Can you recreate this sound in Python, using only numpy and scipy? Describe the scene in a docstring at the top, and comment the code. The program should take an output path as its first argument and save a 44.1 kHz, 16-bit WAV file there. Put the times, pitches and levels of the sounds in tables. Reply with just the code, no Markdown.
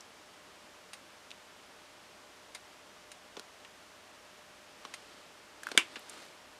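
"""Small plastic make-up containers are handled at a table in a quiet room, heard by one microphone.
One is set down with a sharp knock: contacts excite decaying modes. Pots and caps tap: crack plus damped ring.
A case snaps lightly: chatter through its resonances. Soft bumps thud on the table; fingernails tick on a cap.
A hand brushes past in four strokes of friction noise. Steady hiss, low rumble and a faint fan whine lie below."""
import sys
import numpy as np
from scipy import signal
from scipy.fft import rfft, irfft
from scipy.io import wavfile
from scipy.ndimage import uniform_filter1d

SR = 44100
rng = np.random.default_rng(int(sys.argv[2]) if len(sys.argv) > 2 else 0)


def bounce(signal):
    """Save signal as a 16-bit WAV file at the path given by the first command-line argument."""
    frames = np.transpose(np.atleast_2d(signal))
    limited = np.clip(frames, -1, 1)
    pcm = np.round(limited * 32767).astype(np.int16)
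    wavfile.write(sys.argv[1], SR, pcm)


N = 290707
TIME_S = np.arange(N) / SR
EVENT_N = SR // 2   # samples in half a second
CUTOFF_HZ = 15500

# Hiss colour, relative: f/Hz, density/dB per Hz
HISS_COLOUR = [(88, -45), (145, -22), (178, -6.5), (215, -9), (290, -6.5), (450, -6.5), (800, -6),
               (1150, -6), (2200, -10), (3000, -10.5), (4100, -14), (4900, -14.5), (6700, -17.5),
               (9500, -22), (13000, -26.5), (15500, -30.5)]
# Rumble colour, relative: f/Hz, density/dB per Hz
RUMBLE_COLOUR = [(15, -17), (30, -16), (45, -3.5), (58, 2), (72, -3.5), (90, -10), (105, -0.5), (125, -1.5),
                 (150, -1), (200, -25.5)]
# Fan tones: f/Hz, rms level/dB
FAN_TONES = [(90.5, -80), (452, -82.5), (603.3, -68.5)]
# Hand and sleeve strokes: start/s, length/s, level/dB, fibre catches relative to friction/dB
STROKES = [(4.82, 0.37, -60, -2), (5.66, 0.11, -54.5, 5), (5.922, 0.047, -57, 9), (6.116, 0.11, -54, 14.5)]
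# Friction colour, relative: f/Hz, density/dB per Hz
FRICTION_COLOUR = [(120, -23), (300, 6), (700, 2), (1500, 2.5), (2500, 0.5), (3500, 0.5), (4600, -1),
                   (6500, -10.5), (8800, -8.5), (12000, -24), (15500, -31)]
# Fingernails on a cap: t/s, level/dB, centre f/Hz
NAIL_TICKS = [(0.0073, -46.5, 5530), (5.993, -51, 11000), (6.096, -40.5, 7700), (6.25, -56.5, 8500)]
# Soft bumps against the table: t/s, level/dB
TABLE_BUMPS = [(3.3727, -38.5), (3.396, -46.5), (4.853, -43), (5.717, -37.5), (5.7492, -34.5),
               (5.967, -41.5)]
# Light snaps of one plastic case: t/s, level before body gain/dB, contact T60/s, treble tilt/dB per octave
CASE_SNAPS = [(0.9327, -46.5, 0.065, 0.5), (2.5481, -42.5, 0.062, -.5), (3.116, -50.5, 0.052, 1),
              (4.9387, -43, 0.052, 0)]
# Resonances of that case: f/Hz, width/Hz, level before tilt/dB
CASE_MODES = [(450, 360, -11), (1340, 1000, -2.5), (2090, 310, 5), (2630, 600, -1.5), (3910, 320, 2),
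              (4750, 390, -1.5), (6640, 1300, -5), (9050, 590, -1), (11800, 2800, -17)]
# Pots and caps touching: t/s, ring level/dB, ring f/Hz, crack level/dB, crack centre f/Hz, crack T60/s
POT_TAPS = [(1.306, -49, 2930, -46, 3600, 0.018), (1.3147, -45, 2970, -44, 3200, .012),
            (3.368, -46.5, 900, -44, 2900, 0.036), (3.3954, -46, 1400, -38, 4700, .014),
            (3.6486, -55, 2170, -49, 2580, 0.036), (4.8505, -43.5, 1120, -42.5, 2700, .03),
            (5.6334, -38.5, 1600, -44, 6800, 0.024), (5.6690, -31.5, 1520, -40.5, 6840, .012),
            (5.688, -40, 1420, -50, 7000, 0.027), (5.7160, -40, 1600, -37, 3760, 0.024),
            (5.9575, -39.5, 2060, -41, 1900, 0.075)]
# Container set down, rim first, then flat, with a small bounce: t/s, level/dB
KNOCK_CONTACTS = [(5.775, -26), (5.7762, -3), (5.7775, -9), (5.7813, -26.5)]
# Container body and table under it: f/Hz, level/dB, decay T60/s
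KNOCK_MODES = [(263, -28.5, 0.0098), (378, -18.5, 0.022), (685, -47, 0.0067), (1140, -33, 0.0058),
               (1580, -13, 0.0065), (2270, -14.5, 0.014), (2880, -18, 0.0092), (3443, -10, 0.015),
               (4890, -24, 0.016), (6230, -19, 0.0039), (7350, -16.5, 0.0052), (9070, -10, 0.0026)]
# Shell and table ringing on: f/Hz, level/dB, decay T60/s
SHELL_MODES = [(337, -47, 0.17), (1007, -47, 0.11), (1720, -46, 0.088), (2110, -46, 0.086),
               (2320, -38, 0.1), (2380, -51, 0.095), (2500, -52, 0.29), (2757, -40, 0.079),
               (2850, -45, 0.15), (3560, -53, 0.085)]
# Colour of the table clutter's shiver, relative: f/Hz, density/dB per Hz
SHIVER_COLOUR = [(120, -34), (180, -15), (400, -11), (650, -21), (1050, -7), (1800, -7), (2200, -4.5),
                 (2800, 5), (3300, -14), (4200, -16.5), (6000, -16.5), (8500, -19), (11000, -20),
                 (15500, -40)]
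# Reflections off table top and mirror: delay/s, level/dB
ECHOES = [(.0043, -8.5), (.0071, -16.5)]


def from_db(db):
    """Decibels to gain."""
    return 10 ** (np.asarray(db) / 20)


def rms_one(x):
    """Scale to unit rms."""
    return x / np.sqrt(np.mean(x ** 2) + 1e-20)


def noise(colour):
    """Steady noise of rms 1, its spectrum interpolated over log frequency."""
    hz, db = np.transpose(colour)
    bins_hz = np.maximum(np.fft.rfftfreq(N, 1 / SR), 1)
    gain = from_db(np.interp(np.log(bins_hz), np.log(hz), db))
    spectrum = rfft(rng.standard_normal(N)) * gain
    return rms_one(irfft(spectrum, N))


def fade(t60_s):
    """Half a second of exponential decay, falling 60 dB in t60_s."""
    return np.exp(-np.log(1000) * TIME_S[:EVENT_N] / t60_s)


def resonate(x, hz, width_hz):
    """Two-pole resonance with gain 1 at its peak."""
    b, a = signal.iirpeak(hz, hz / min(width_hz, SR / 3), fs=SR)
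    return signal.lfilter(b, a, x)


def ring(hz, t60_s):
    """A struck mode; it radiates poorly far from its own pitch."""
    tone = np.sin(2 * np.pi * hz * TIME_S[:EVENT_N]) * fade(t60_s)
    return resonate(tone + 1e-18, hz, 2 * hz)


def ring_modes(modes):
    """Modes struck together, with alternating sign."""
    return sum((-1) ** k * from_db(db) * ring(hz, t60_s) for k, (hz, db, t60_s) in enumerate(modes))


def chatter(t60_s):
    """Countless tiny contacts of either sign, dying away as two surfaces settle."""
    return rng.choice([-1, 1], EVENT_N) * fade(t60_s) + 1e-18


def crack(hz, t60_s, spread=1.25):
    """Contact chatter, gathered round one broad pitch by two resonances in series."""
    width_hz = spread * hz
    once = resonate(chatter(t60_s), hz, width_hz)
    twice = resonate(once, hz, width_hz)
    return twice * np.sqrt(SR / (np.pi * width_hz))   # offsets the loss in a narrow band


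def add(track, s, sound):
    """Mix a sound in at time s."""
    at = round(s * SR)
    track[at:at + len(sound)] += sound[:N - at]


def background(hiss_db=-56, rumble_db=-75, waver_hz=0.68):
    """Even hiss, low rumble, and fan tones whose pitch wavers by waver_hz rms."""
    out = from_db(hiss_db) * noise(HISS_COLOUR) + from_db(rumble_db) * noise(RUMBLE_COLOUR)
    for hz, db in FAN_TONES:
        waver = rms_one(uniform_filter1d(rng.standard_normal(N), size=8000))
        phase = 2 * np.pi * np.cumsum(hz + waver_hz * waver) / SR
        out += np.sqrt(2) * from_db(db) * np.sin(phase)
    return out


def stroke(start_s, length_s, attack_s=0.051, release_s=0.087):
    """A hand gathers speed, slides evenly, then slows to rest; time constants attack_s, release_s."""
    early_s = np.maximum(start_s - TIME_S, 0)
    late_s = np.maximum(TIME_S - start_s - length_s, 0)
    return np.exp(-early_s / attack_s - late_s / release_s)


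def brushing(grain_db=1.0, catches_per_s=700, catch_hz=5800):
    """Soft friction noise, with tiny bright ticks where fibres catch and slip."""
    grain = rms_one(uniform_filter1d(rng.standard_normal(N), size=120))
    slips = (rng.random(N) < catches_per_s / SR) * rng.standard_normal(N) + 1e-18
    friction = noise(FRICTION_COLOUR)
    catches = resonate(slips, catch_hz, width_hz=5000)
    out = np.zeros(N)
    for start_s, length_s, db, catch_db in STROKES:
        rub = friction + from_db(catch_db) * catches
        out += from_db(db) * stroke(start_s, length_s) * rub
    return from_db(grain_db * grain) * out


def ticks(t60_s=0.017, spread=0.74):
    """A nail is too light to set the cap ringing: only a thin, bright crack."""
    out = np.zeros(N)
    for s, db, hz in NAIL_TICKS:
        add(out, s, from_db(db) * crack(hz, t60_s, spread))
    return out


def bumps(thud_hz=420, thud_t60_s=0.0098, rattle_db=-10, rattle_hz=520, rattle_t60_s=0.043):
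    """The table answers every bump with the same dull thud and a low rattle."""
    out = np.zeros(N)
    for s, db in TABLE_BUMPS:
        rattle = from_db(rattle_db) * crack(rattle_hz, rattle_t60_s, spread=2.0)
        add(out, s, from_db(db) * (ring(thud_hz, thud_t60_s) + rattle))
    return out


def snaps(body_db=7):
    """Each snap is a brief chatter through the resonances of the case."""
    out = np.zeros(N)
    pivot_hz = CASE_MODES[1][0]   # treble tilt turns about this mode
    for s, db, t60_s, tilt_db in CASE_SNAPS:
        push = chatter(t60_s)
        body = np.zeros(EVENT_N)
        for k, (hz, width_hz, mode_db) in enumerate(CASE_MODES):
            gain = from_db(mode_db + tilt_db * np.log2(hz / pivot_hz))
            body += (-1) ** k * gain * resonate(push, hz, width_hz)
        add(out, s, from_db(db + body_db) * body)
    return out


def taps(rattle_db=-8.0, ring_cycles=21.7):
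    """Held in the fingers, each piece cracks and rings, damped by 60 dB in ring_cycles, with a slight rattle."""
    out = np.zeros(N)
    for s, ring_db, hz, crack_db, crack_hz, crack_t60_s in POT_TAPS:
        t60_s = ring_cycles / hz
        body = ring(hz, t60_s) + from_db(rattle_db) * crack(hz, t60_s, spread=1.0)
        contact = crack(crack_hz, crack_t60_s)
        add(out, s, from_db(ring_db) * body + from_db(crack_db) * contact)
    return out


def knock(crack_db=-22, shiver_db=-28, shiver_t60_s=0.12, contact_hz=11000):
    """Each contact thumps the body; the hardest also sets the shell ringing and the table's clutter shivering."""
    body = ring_modes(KNOCK_MODES)
    shell = ring_modes(SHELL_MODES)
    shiver = noise(SHIVER_COLOUR)[:EVENT_N] * (fade(shiver_t60_s) - fade(0.0059))   # soft onset
    out = np.zeros(N)
    for s, db in KNOCK_CONTACTS:
        add(out, s, from_db(db) * (body + from_db(crack_db) * crack(hz=7600, t60_s=0.021)))
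    hardest_s = max(KNOCK_CONTACTS, key=lambda contact: contact[1])[0]
    add(out, hardest_s, shell + from_db(shiver_db) * shiver)
    # plastic yields on contact, which rounds off the highest treble
    return signal.sosfilt(signal.butter(2, contact_hz, fs=SR, output="sos"), out)


def low_cut(x, lowest_hz=175):
    """A steep low cut thins the handling sounds below about lowest_hz."""
    return signal.sosfilt(signal.butter(4, lowest_hz, "high", fs=SR, output="sos"), x)


def room(x, wet_db=-15, t60_s=0.17, dull_hz=7000):
    """Two close reflections and a short, soft tail."""
    b, a = signal.butter(1, dull_hz, fs=SR)
    tail = signal.lfilter(b, a, rng.standard_normal(EVENT_N))
    tail *= fade(t60_s) - fade(0.038)   # soft onset
    response = from_db(wet_db) * tail / np.linalg.norm(tail)
    response[0] += 1   # adds to the direct sound returned below
    for delay_s, db in ECHOES:
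        response[round(delay_s * SR)] += from_db(db)
    return x + signal.fftconvolve(x, response)[:N]


def scene():
    """One microphone feeds both channels."""
    handling = snaps() + taps() + bumps() + ticks() + knock()
    mono = background() + brushing() + room(low_cut(handling))
    return np.stack([mono, mono])


def record(dry, top_hz=12500):
    """The microphone loses the highest treble, then a steep filter cuts the top."""
    soft = signal.sosfilt(signal.butter(2, top_hz, fs=SR, output="sos"), dry)
    return signal.sosfilt(signal.ellip(10, 0.1, 80, CUTOFF_HZ, fs=SR, output="sos"), soft)


dry = scene()
out = record(dry)
bounce(out)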